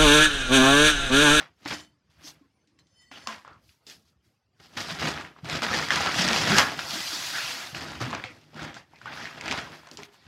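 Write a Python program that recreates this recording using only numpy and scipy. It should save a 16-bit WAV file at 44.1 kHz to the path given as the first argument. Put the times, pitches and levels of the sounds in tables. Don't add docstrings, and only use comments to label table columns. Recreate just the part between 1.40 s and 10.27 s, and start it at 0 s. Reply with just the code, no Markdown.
import sys
import numpy as np
from scipy import signal
from scipy.fft import rfft, irfft, next_fast_len
from scipy.io import wavfile
from scipy.ndimage import uniform_filter1d, map_coordinates

SR = 44100
rng = np.random.default_rng(int(sys.argv[2]) if len(sys.argv) > 2 else 0)


def amplitude_ratio(level_db):
    exponent = np.asarray(level_db, float) / 20
    return 10 ** exponent


def wav_record(signal):
    frames = np.transpose(np.atleast_2d(signal))
    bounded = np.clip(frames, -1, 1)
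    quanta = np.round(bounded * 32767).astype(np.int16)
    wavfile.write(sys.argv[1], SR, quanta)


N = 391166


def unit(x):
    return x / np.sqrt(np.mean(x ** 2) + 1e-20)


def along(points, hz):
    f, v = np.transpose(points)
    return np.interp(np.log(hz + 1), np.log(f + 1), v)


def wobble(rate, size):
    knots = rng.standard_normal(size // 8)
    return map_coordinates(knots, [np.arange(size) * rate / SR], order=1 + (rate < 100), prefilter=False)


def filtered(x, response):
    m = next_fast_len(N + SR // 2)
    return irfft(rfft(x, m) * response(np.fft.rfftfreq(m, 1 / SR)), m)[..., :N]


def above(hz, edge_hz):
    return 1 / (1 + (edge_hz / (hz + 1)) ** 6)


def patchy(depth_db, speckle):
    z = signal.stft(rng.standard_normal(N), nperseg=1024)[2]
    field = uniform_filter1d(rng.standard_normal(z.shape), size=12, axis=0)
    field = uniform_filter1d(field, size=3, axis=1)
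    z = z * np.abs(z) ** speckle * amplitude_ratio(depth_db * unit(field))
    return unit(signal.istft(z, nperseg=1024)[1][:N])


def swells(s, rise, fade):
    late = np.arange(N * 1000 // SR + 2) / 1000 - s[:, None]
    return -60 * np.where(late < 0, -late / rise[:, None], late / fade[:, None]) ** 1.278


def summed(db):
    total = np.sqrt(np.sum(amplitude_ratio(2 * db), axis=0))
    return np.interp(np.arange(N) * 1000 / SR, np.arange(len(total)), total)


def hush(busy):
    # f/Hz, density/dB per Hz
    spectrum = [(18, -17.5), (30, 12), (90, 6.5), (702, -14.5), (780, -13), (2680, -19.5), (3770, -25),
                (4910, -19.5), (16000, -55)]
    level_db, follows, open_db = -64.5, 0.157, -59
    noise = patchy(depth_db=3, speckle=0.51)
    busy_db = 10 * np.log10(np.abs(uniform_filter1d(busy ** 2, size=SR // 8)) + 1e-10)
    sink_db = follows * np.minimum(busy_db - open_db, 0)
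    gain = amplitude_ratio(level_db + sink_db + 1.2 * wobble(rate=3.8, size=N))
    return gain * unit(filtered(noise, lambda hz: amplitude_ratio(along(spectrum, hz))))


def room(x):
    # f/Hz, t60/s
    decay = [(150, 0.39), (1500, 0.28), (6000, 0.051), (12000, 0.042)]
    hz, t, z = signal.stft(rng.standard_normal(SR // 2), SR, nperseg=256)
    tail = signal.istft(z * amplitude_ratio(-60 * t / along(decay, hz)[:, None]), SR, nperseg=256)[1]
    return signal.fftconvolve(np.pad(x, (200, 0)), tail / np.linalg.norm(tail))[:N]


def steel():
    # f/Hz, level/dB
    modes = [(1098, -12), (1954, -4), (2008, -6), (3058, 2), (3601, -10), (4436, -5), (4484, -1),
             (5152, -2), (5200, -5), (6132, -6), (6153, -1), (7127, -5), (8070, -8), (9345, -10),
             (10260, -18), (12010, -21)]
    # t/s, level/dB, rise/s, fade/s
    rings = [
        (.36, -48, .2, .28),
        (1.39, -70, .01, .12),
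        (1.62, -62, .4, .5),
        (1.86, -55, .5, .13),
    ]
    # start/s, end/s, f/Hz, level/dB
    lone = [
        (1.02, 1.07, 1070, -68),
        (1.03, 1.56, 9345, -85),
        (1.58, 1.66, 9345, -76),
        (1.17, 1.26, 6155, -81),
        (1.35, 1.44, 1093, -67),
        (.44, .53, 3058, -67),
        (1.57, 1.74, 1960, -57),
    ]
    size = 2 * SR
    t = np.arange(size) / SR

    def mode(hz):
        flutter = amplitude_ratio(6 * wobble(45, size))
        return flutter * np.sin(2 * np.pi * hz * t + 2.2 * wobble(80, size))

    def swell(start, end):
        return np.sin(np.pi * np.clip((t - start) / (end - start), 0, 1))

    s, peak_db, rise, fade = np.transpose(rings)
    envelope = summed(peak_db[:, None] + swells(s, rise, fade))[:size]
    together = envelope * unit(sum(amplitude_ratio(db) * mode(hz) for hz, db in modes))
    alone = sum(amplitude_ratio(db - 7) * swell(start, end) * mode(hz) for start, end, hz, db in lone)
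    return np.pad(together + alone, (0, N - size))


def thuds():
    # t/s, peak/dB, f/Hz, t60/s
    knocks = [(0.254, -32.5, 289.3, 0.168), (0.323, -28, 299.4, 0.083), (0.843, -40, 291.3, 0.091),
              (1.01, -45, 284.4, 0.101), (1.714, -50, 272.8, 0.22), (1.876, -39, 217.4, 0.133),
              (3.363, -35, 241, 0.106), (3.516, -29, 171.9, 0.105), (3.64, -43, 505, 0.107),
              (3.64, -25.5, 152.5, 0.185), (4.032, -24.5, 149.7, 0.0716), (4.215, -32, 223, 0.156),
              (4.313, -19.5, 206, 0.034), (4.791, -17.5, 184.7, 0.104), (4.897, -23.5, 221, 0.132),
              (5.1, -20, 163.3, 0.121), (5.153, -17.5, 344, 0.039), (5.318, -33.5, 150.3, 0.11),
              (5.533, -29.5, 201, 0.072), (5.554, -29, 290.6, 0.07), (5.574, -31.5, 332, 0.068),
              (6.665, -29, 240, 0.118), (7.285, -41, 349, 0.11), (5.729, -34.5, 293.4, 0.098),
              (6.09, -44, 504, 0.18), (6.329, -27, 137.5, 0.041), (6.615, -23, 122.8, 0.125),
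              (6.84, -34, 104.3, 0.087), (7.147, -37, 224, 0.114), (7.218, -28.5, 305, 0.09),
              (7.531, -48.5, 156.6, 0.064), (7.633, -44.5, 118, 0.18), (8.1, -30, 271.2, 0.19),
              (8.532, -37.5, 290.4, 0.08), (8.583, -37.5, 408.2, 0.18)]
    out, t = np.zeros(N + SR), np.arange(SR // 3) / SR
    for s, db, hz, t60 in knocks:
        swell = 1 - np.exp(-t / 0.0044)
        out[round(s * SR):][:len(t)] += amplitude_ratio(db - 60 * t / t60) * swell * np.sin(2 * np.pi * hz * t)
    return out[:N]


def hollows():
    # start/s, end/s, first f/Hz, last f/Hz, level/dB
    wide = [(7.535, 7.6, 2300, 2200, -57), (7.66, 7.72, 1900, 1800, -48), (.83, 0.92, 5300, 5880, -44),
            (5.927, 6.035, 1570, 1580, -31.5), (5.96, 6.17, 2400, 3000, -39), (6.842, 6.87, 780, 760, -41),
            (7.74, 7.89, 1450, 2100, -43), (7.72, 7.3, 3600, 3300, -46), (7.76, 7.89, 5500, 5100, -51.5),
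            (2.045, 2.196, 1600, 1000, -53), (1.9, 2.1, 7400, 7900, -77), (4.765, 4.843, 3350, 2700, -29.5),
            (6.84, 6.941, 2500, 2200, -48), (1.716, 1.798, 2850, 3200, -48), (1.94, 2.03, 1080, 1050, -55),
            (8.74, 8.87, 4900, 3600, -65.5), (1.198, 1.58, 288.6, 287.7, -71),
            (5.1, 5.317, 1450, 1700, -25.5)]
    # start/s, end/s, first f/Hz, last f/Hz, level/dB
    tight = [(.245, 0.27, 4075, 4130, -45), (.322, 0.362, 5140, 5200, -43.5),
             (.322, 0.356, 6220, 6140, -48), (.305, 0.342, 2257, 2197, -37.5),
             (1.385, 1.428, 4110, 4040, -66), (1.385, 1.405, 7400, 7400, -70.5),
             (1.858, 1.93, 1060, 1040, -36), (5.525, 5.577, 694, 667.6, -41),
             (5.1, 5.16, 199.7, 209, -27.5), (5.11, 5.202, 388.2, 374, -30),
             (6.845, 6.911, 511.2, 503, -44), (4.328, 4.367, 1809, 1788, -27.5),
             (4.51, 4.555, 1700, 1650, -30), (4.671, 4.721, 1346, 1309, -32),
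             (7.66, 7.737, 844.4, 891, -45.5), (7.66, 7.717, 1486, 1512, -42.5)]
    out, size = np.zeros(N + SR), SR // 3
    for start, end, first_hz, last_hz, db, width in [(*row, .38) for row in wide] + [(*row, .1) for row in tight]:
        u = np.clip(np.arange(size) / min(SR * (end - start), size), 0, 1)
        phase = 2 * np.pi * np.cumsum(first_hz + (last_hz - first_hz) * u) / SR
        width_hz = min(width * first_hz, 2500)
        narrow = wobble(width_hz, size) * np.sin(phase) + wobble(width_hz, size) * np.cos(phase)
        out[round(start * SR):][:size] += amplitude_ratio(db) * np.sin(np.pi * u ** 0.843) * narrow
    return out[:N]


def strokes():
    # t/s, peak/dB, fade to -60 dB/s, weight/dB, crispness/dB
    cuts = [(0, -38, 0.1854, -9.5, -9), (0.259, -34, 0.0646, -6.5, -11), (.277, -42, 0.128, -9, 8),
            (.307, -33.5, 0.1975, -7.5, -5), (.7, -73, 1.16, -11, 5.5), (1.388, -67.5, 0.12, -2.5, 3),
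            (1.715, -46.5, 0.59, -8.5, -2.5), (1.873, -36, 0.3, -12.5, -2), (2.048, -54.5, 0.39, 0, -10.5),
            (2.467, -61.5, 0.3669, 5.5, 13.5), (3.2, -56, 0.12, 1.5, -1.5), (3.371, -37, 0.27, -4.5, 5),
            (3.596, -40, .3, -8, 4.5), (4.046, -42.5, 0.42, 0, -4), (4.22, -31.5, 2, -13.5, -5),
            (4.506, -28, 0.9, -7.5, 0.5), (4.66, -28.5, 1.92, -6.5, -8), (5.18, -24.5, 0.2628, -8.5, -3.5),
            (5.391, -33.5, 0.36, -21, 0), (6.346, -42, 1.5, 1, 2), (6.61, -34, 0.3167, 0, -2.5),
            (6.841, -39.5, 0.0176, 1.5, -9.5), (7.531, -59.5, 0.01, 5.5, -10),
            (7.657, -41.5, 1.62, -9.5, -18), (8.01, -45, 1.5241, -13, -23), (8.47, -49, 0.01, -0.5, -4.5),
            (8.513, -62, 0.45, 11, 1)]
    # t/s, peak/dB, rise/s, fade/s, brightness/dB
    rubs = [(.335, -38.5, 0.2224, 0.15, 2.5), (.4, -47.5, 0.3, 0.154, 3), (.866, -54, .3, 0.373, -6.5),
            (1.626, -76, 0.43, 0.18, -0.5), (1.773, -57, 0.097, 0.28, -1.5), (3.245, -57, 0.13, .2, 5),
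            (2.685, -77, 0.11, 0.13, 14), (3.412, -40, .06, .1, 6), (3.69, -35, .06, .1, 3),
            (3.5, -38, 0.375, 0.35, 2.5), (3.634, -28.5, 0.172, 0.481, -3), (3.8, -42, 0.64, 0.292, -16.5),
            (3.99, -54.5, 0.089, 0.068, -8), (4.124, -29, 0.1625, 0.332, -1.5),
            (4.236, -30.5, 0.055, 0.11, 1.5), (4.364, -27, 0.289, 0.484, 0), (4.57, -33, 0.16, 0.443, 0.5),
            (4.8, -26.5, 0.26, 0.326, 5.5), (4.96, -26, 0.362, 0.94, 3), (5.13, -24, 0.298, 0.62, -1),
            (6.47, -43, 0.68, 0.998, -13), (6.734, -35.5, 0.11, 0.349, -12.5),
            (7.232, -37, 0.245, 0.18, -6), (7.29, -40.5, 0.19, .2, -9), (7.375, -44.5, 0.18, 0.17, -5),
            (7.845, -43, 0.664, 0.55, -0.5), (8.133, -32, 0.378, 0.493, -4.5),
            (8.592, -44, 0.06, 0.187, -5), (8.87, -59, 0.67, .3, -1)]
    # t/s, peak/dB, rise/s, fade/s, brightness/dB
    sweeps = [(.88, -53.5, 0.14, 0.14, 12.83), (2.515, -52.5, 0.12, 0.14, 7.9), (2.85, -76.5, .06, 0.35, 7),
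              (7.76, -56, .1, 0.092, 7.8), (2.3, -75.5, 0.28, 0.27, 14.5), (5.2, -32.5, 0.21, 0.15, 13),
              (5.545, -36, 0.34, 0.45, 7.38), (5.72, -37.5, 0.93, 0.83, 9.35),
              (5.87, -37, 0.54, 0.79, 7.15), (5.97, -34, .2, 0.4, 1.17), (6.09, -35, 0.84, 0.611, 5),
              (6.22, -39.5, .4, 0.52, 1.15), (8.36, -63.5, .5, .6, 8.55), (8.54, -63.5, .1, 0.14, 11),
              (8.65, -62.5, 0.11, .06, 12.9), (8.74, -67.5, 0.069, .1, 9.7)]
    bite_s, lightens = 0.0056, 0.16
    air_db, sweep_air_db = -24.5, -20
    rows = [(s, db, bite_s, fade, weight_db, crisp_db, air_db, .27) for s, db, fade, weight_db, crisp_db in cuts]
    for table, weight_db, hiss_db, grit in [(rubs, -4.5, air_db, .3), (sweeps, -14.5, sweep_air_db, .08)]:
        for s, db, rise, fade, bright_db in table:
            rows.append((s, db, rise, fade, weight_db - lightens * bright_db, bright_db, hiss_db, grit))
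    return np.transpose(rows)


def slips(per_second, t60):
    jumps = (rng.random(N) < per_second / SR) * (.3 + rng.random(N))
    return signal.lfilter([1], [1, -amplitude_ratio(-60 / t60 / SR)], jumps)


def cracks(count, spread_db, cycles, force):
    density = np.cumsum(force + .1)
    when, pitch, size = rng.random((count, 3)).T
    start = np.searchsorted(density, when * density[-1])
    hz = (250 * 56 ** pitch)[:, None]
    t = np.arange(SR // 100) / SR
    gain = amplitude_ratio(-spread_db * np.log(size * .94 + .06))[:, None] * hz ** .8
    sign = (-1.) ** np.arange(count)[:, None]
    grains = sign * gain * np.sin(2 * np.pi * hz * t) * amplitude_ratio(-60 * t * (hz / cycles + 66.0))
    places = start[:, None] + np.arange(len(t))
    return unit(np.bincount(places.ravel(), grains.ravel(), N + SR)[:N])


def colour(hz):
    # f/Hz, density/dB per Hz
    floret = [(24, -32), (40, -1), (151, -6.5), (297, -5), (337, -8), (455, -10.5), (697, -7), (1070, -9),
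              (1630, -6), (2320, -7.5), (4930, -2.5), (8770, -12), (11800, -8.5), (16000, -17.5)]
    # f/Hz, width/Hz, lift/dB
    body = [(153.38, 5.83, 13), (334.46, 9.9, 5), (676.2, 9.3, 4), (805.2, 12, 4.5), (971.7, 13, 5.5),
            (1253.5, 36, 3.5), (1381, 34, 4), (1650, 21, 3.5), (1914, 40, 3), (3342, 94, 3.5),
            (4800, 330, 1.5)]
    lift_db = sum(db / (1 + (2 * (hz - c) / w) ** 2) for c, w, db in body)
    return amplitude_ratio(along(floret, hz) + lift_db)


def handling():
    split_hz = [600, 2800, 7500]
    s, db, rise, fade, weight_db, crisp_db, air_db, share = strokes()
    shape_db = swells(s, rise, fade)

    def layer(over_db, depth):
        return summed((db + over_db)[:, None] + depth * shape_db)

    def bands(hz):
        steps = [1 + 0 * hz] + [above(hz, edge) for edge in split_hz] + [0 * hz]
        return -np.diff(steps, axis=0) * colour(hz)

    crunch = layer(0, 0.985)
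    grit = (layer(10 * np.log10(np.clip(share, .01, 1)), 1) / (crunch + 1e-9)) ** 2
    rubbing = patchy(depth_db=1.5, speckle=0.308)
    force = slips(per_second=45, t60=.09)
    tearing = cracks(count=9000, spread_db=0.5, cycles=8.4, force=force)
    source = np.sqrt(1 - grit) * rubbing + np.sqrt(grit) * tearing
    source = source * (1 + 0.14 * grit * force)
    parts = filtered(source, bands)
    air_db = crisp_db + air_db - 0.229 * (db + 45.5)
    weight = layer(weight_db - 1.5, 0.829)
    crisp = layer(crisp_db - 5.5, 1.07)
    air = layer(air_db, 0.688)
    levels = [weight, amplitude_ratio(-2.0) * crunch, crisp, air]
    return sum(level * unit(part) for level, part in zip(levels, parts))


def snaps():
    # t/s, peak/dB, f/Hz
    breaks = [(.8364, -44.5, 5600), (1.2737, -57.5, 4000), (1.4694, -58, 6100), (3.6122, -32, 3300),
              (3.687, -28, 5500), (3.81, -38, 5500), (4.2204, -22, 1393), (4.5586, -16, 1650),
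              (4.606, -20, 830), (4.8864, -15, 1780), (4.9314, -14.5, 1870), (5.1838, -4, 1340),
              (5.5389, -25.5, 5100), (7.3432, -37.5, 6470), (8.2141, -37, 988), (8.533, -47, 7400)]
    # t/s, peak/dB, f/Hz
    clean = [(.2204, -63, 3900), (.2523, -32.5, 4130), (1.3897, -48.5, 1970), (1.8725, -17.5, 1087),
             (2.4985, -29.5, 4960), (4.0457, -32, 805), (4.0976, -16.5, 2256), (4.3387, -16, 1830),
             (4.4858, -19, 1790), (4.6619, -15.5, 1170), (4.7436, -18, 1700), (4.8784, -10.5, 1790),
             (5.3921, -23.5, 1430), (6.4979, -41.5, 1560), (6.5183, -30, 785), (6.7043, -29.5, 985),
             (6.7109, -26.5, 993), (7.2207, -35, 990), (7.2297, -29.5, 1070), (7.241, -33, 900),
             (6.7491, -22, 1153), (7.5587, -45, 4200), (8.0107, -23.5, 2150), (8.08, -18.5, 2190),
             (8.1172, -19, 2270), (8.1244, -15, 940), (8.1785, -39.5, 2500), (8.488, -39, 1090),
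             (8.5136, -28, 4800), (8.572, -21.5, 4650), (8.6328, -28, 2145), (8.743, -43.5, 986)]
    # t/s, peak/dB, f/Hz
    crushes = [(2.2922, -48, 2500), (2.4674, -34, 5070), (3.2005, -48.5, 1710), (3.3716, -21.5, 1920),
               (3.5089, -25, 1510), (3.352, -46, 3000), (5.1187, -17, 1290), (5.1385, -15.5, 1570),
               (6.4083, -27, 2060), (6.554, -29, 1490), (6.605, -26, 1200), (6.6154, -21.5, 1255),
               (7.0125, -47, 2930), (7.1442, -40, 945), (8.0583, -22.5, 1690), (8.1118, -16, 2370),
               (8.3585, -41.5, 1770), (8.4721, -35, 1040)]
    # t/s, peak/dB, f/Hz
    pops = [(.2575, -29, 900), (1.7158, -34, 1050), (1.7175, -36, 2500), (1.8605, -40, 1900),
            (1.8728, -24, 5000), (2.138, -44, 1300), (7.3436, -33, 2060), (7.399, -38, 1900),
            (8.086, -20, 2500), (.3086, -23.5, 2246), (2.049, -31.5, 1124), (2.0779, -28.5, 1160),
            (2.132, -46, 4600), (3.3672, -28, 5940), (3.6275, -26, 1290), (3.8112, -23, 1340),
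            (3.849, -24.5, 1820), (3.9634, -37, 1145), (4.2892, -15.5, 1510), (4.5054, -4, 1738),
            (5.1576, -8, 1580), (5.3921, -17.5, 1506), (6.348, -17, 2590), (6.3475, -23.5, 1510),
            (6.7293, -15, 1110), (6.7297, -24, 2600), (6.7987, -24, 1720), (6.8395, -16, 2286),
            (7.1626, -33.5, 923), (7.1928, -24, 1515), (7.2105, -35.5, 1300), (7.249, -30, 1300),
            (7.3684, -32, 819), (7.6767, -28, 1550), (4.5056, -12, 3400), (4.543, -16.5, 1700),
            (6.7495, -21.5, 2480), (6.8385, -24, 3500), (6.858, -27, 2300), (7.5353, -38, 875),
            (7.9768, -27, 1600), (7.615, -28.5, 1471), (7.658, -20, 1173), (7.7545, -36, 1140),
            (7.812, -25, 1600), (7.855, -19.5, 1900), (7.872, -24, 1750), (8.0458, -31.5, 1960),
            (8.2733, -30, 947), (8.4334, -38.5, 947), (8.5901, -28.5, 917)]
    # rows, sharpness/dB, crumbling/dB
    kinds = [(breaks, -1.8, -13), (clean, -7.5, -28), (crushes, -9, -15), (pops, -25.5, -24.5)]
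    out, t = np.zeros(N + SR), np.arange(SR // 4) / SR
    bright = signal.butter(N=3, Wn=[2500, 7500], btype="band", fs=SR, output="sos")
    for s, db, hz, sharp_db, crumble_db in [(*row, *kind) for rows, *kind in kinds for row in rows]:
        crack_noise, crumbs = rng.standard_normal((2, len(t)))
        cycles = np.sin(2 * np.pi * hz * t) * amplitude_ratio(-60 * t * hz ** .5 / .3) * (1 - np.exp(-t / .0004))
        crack = amplitude_ratio(sharp_db + 7.0) * signal.sosfilt(bright, crack_noise * amplitude_ratio(-60 * t / 0.01093))
        finest_edge = np.diff(crack_noise, prepend=0) * amplitude_ratio(-60 * t / 0.0035)
        crack = crack + amplitude_ratio(sharp_db - 10.0) * finest_edge
        round_pitch = signal.butter(N=2, Wn=[.5 * hz, min(1.71 * hz, 7500)], btype="band", fs=SR)
        crumble = amplitude_ratio(crumble_db - 60 * t / 0.2196) * unit(signal.lfilter(*round_pitch, crumbs))
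        out[round(s * SR):][:len(t)] += amplitude_ratio(db) * (amplitude_ratio(1.5) * cycles + crack + crumble)
    return filtered(out[:N], lambda hz: 1 - .8 * above(hz, 7800))


def scene():
    hits = snaps() + thuds()
    wet = amplitude_ratio(-13) * room(hits)
    busy = hits + wet + handling() + hollows() + steel()
    return (busy + hush(busy))[None]


def low_pass(x):
    return signal.sosfilt(signal.butter(12, 16440, fs=SR, output="sos"), x)


def record(dry):
    limited = dry / (1 + (dry / .85) ** 4) ** .25
    heard = filtered(limited, lambda hz: above(hz, 61.37) ** 1.526 * (hz < 15800))
    return low_pass(heard)


dry = scene()
out = record(dry)
wav_record(out)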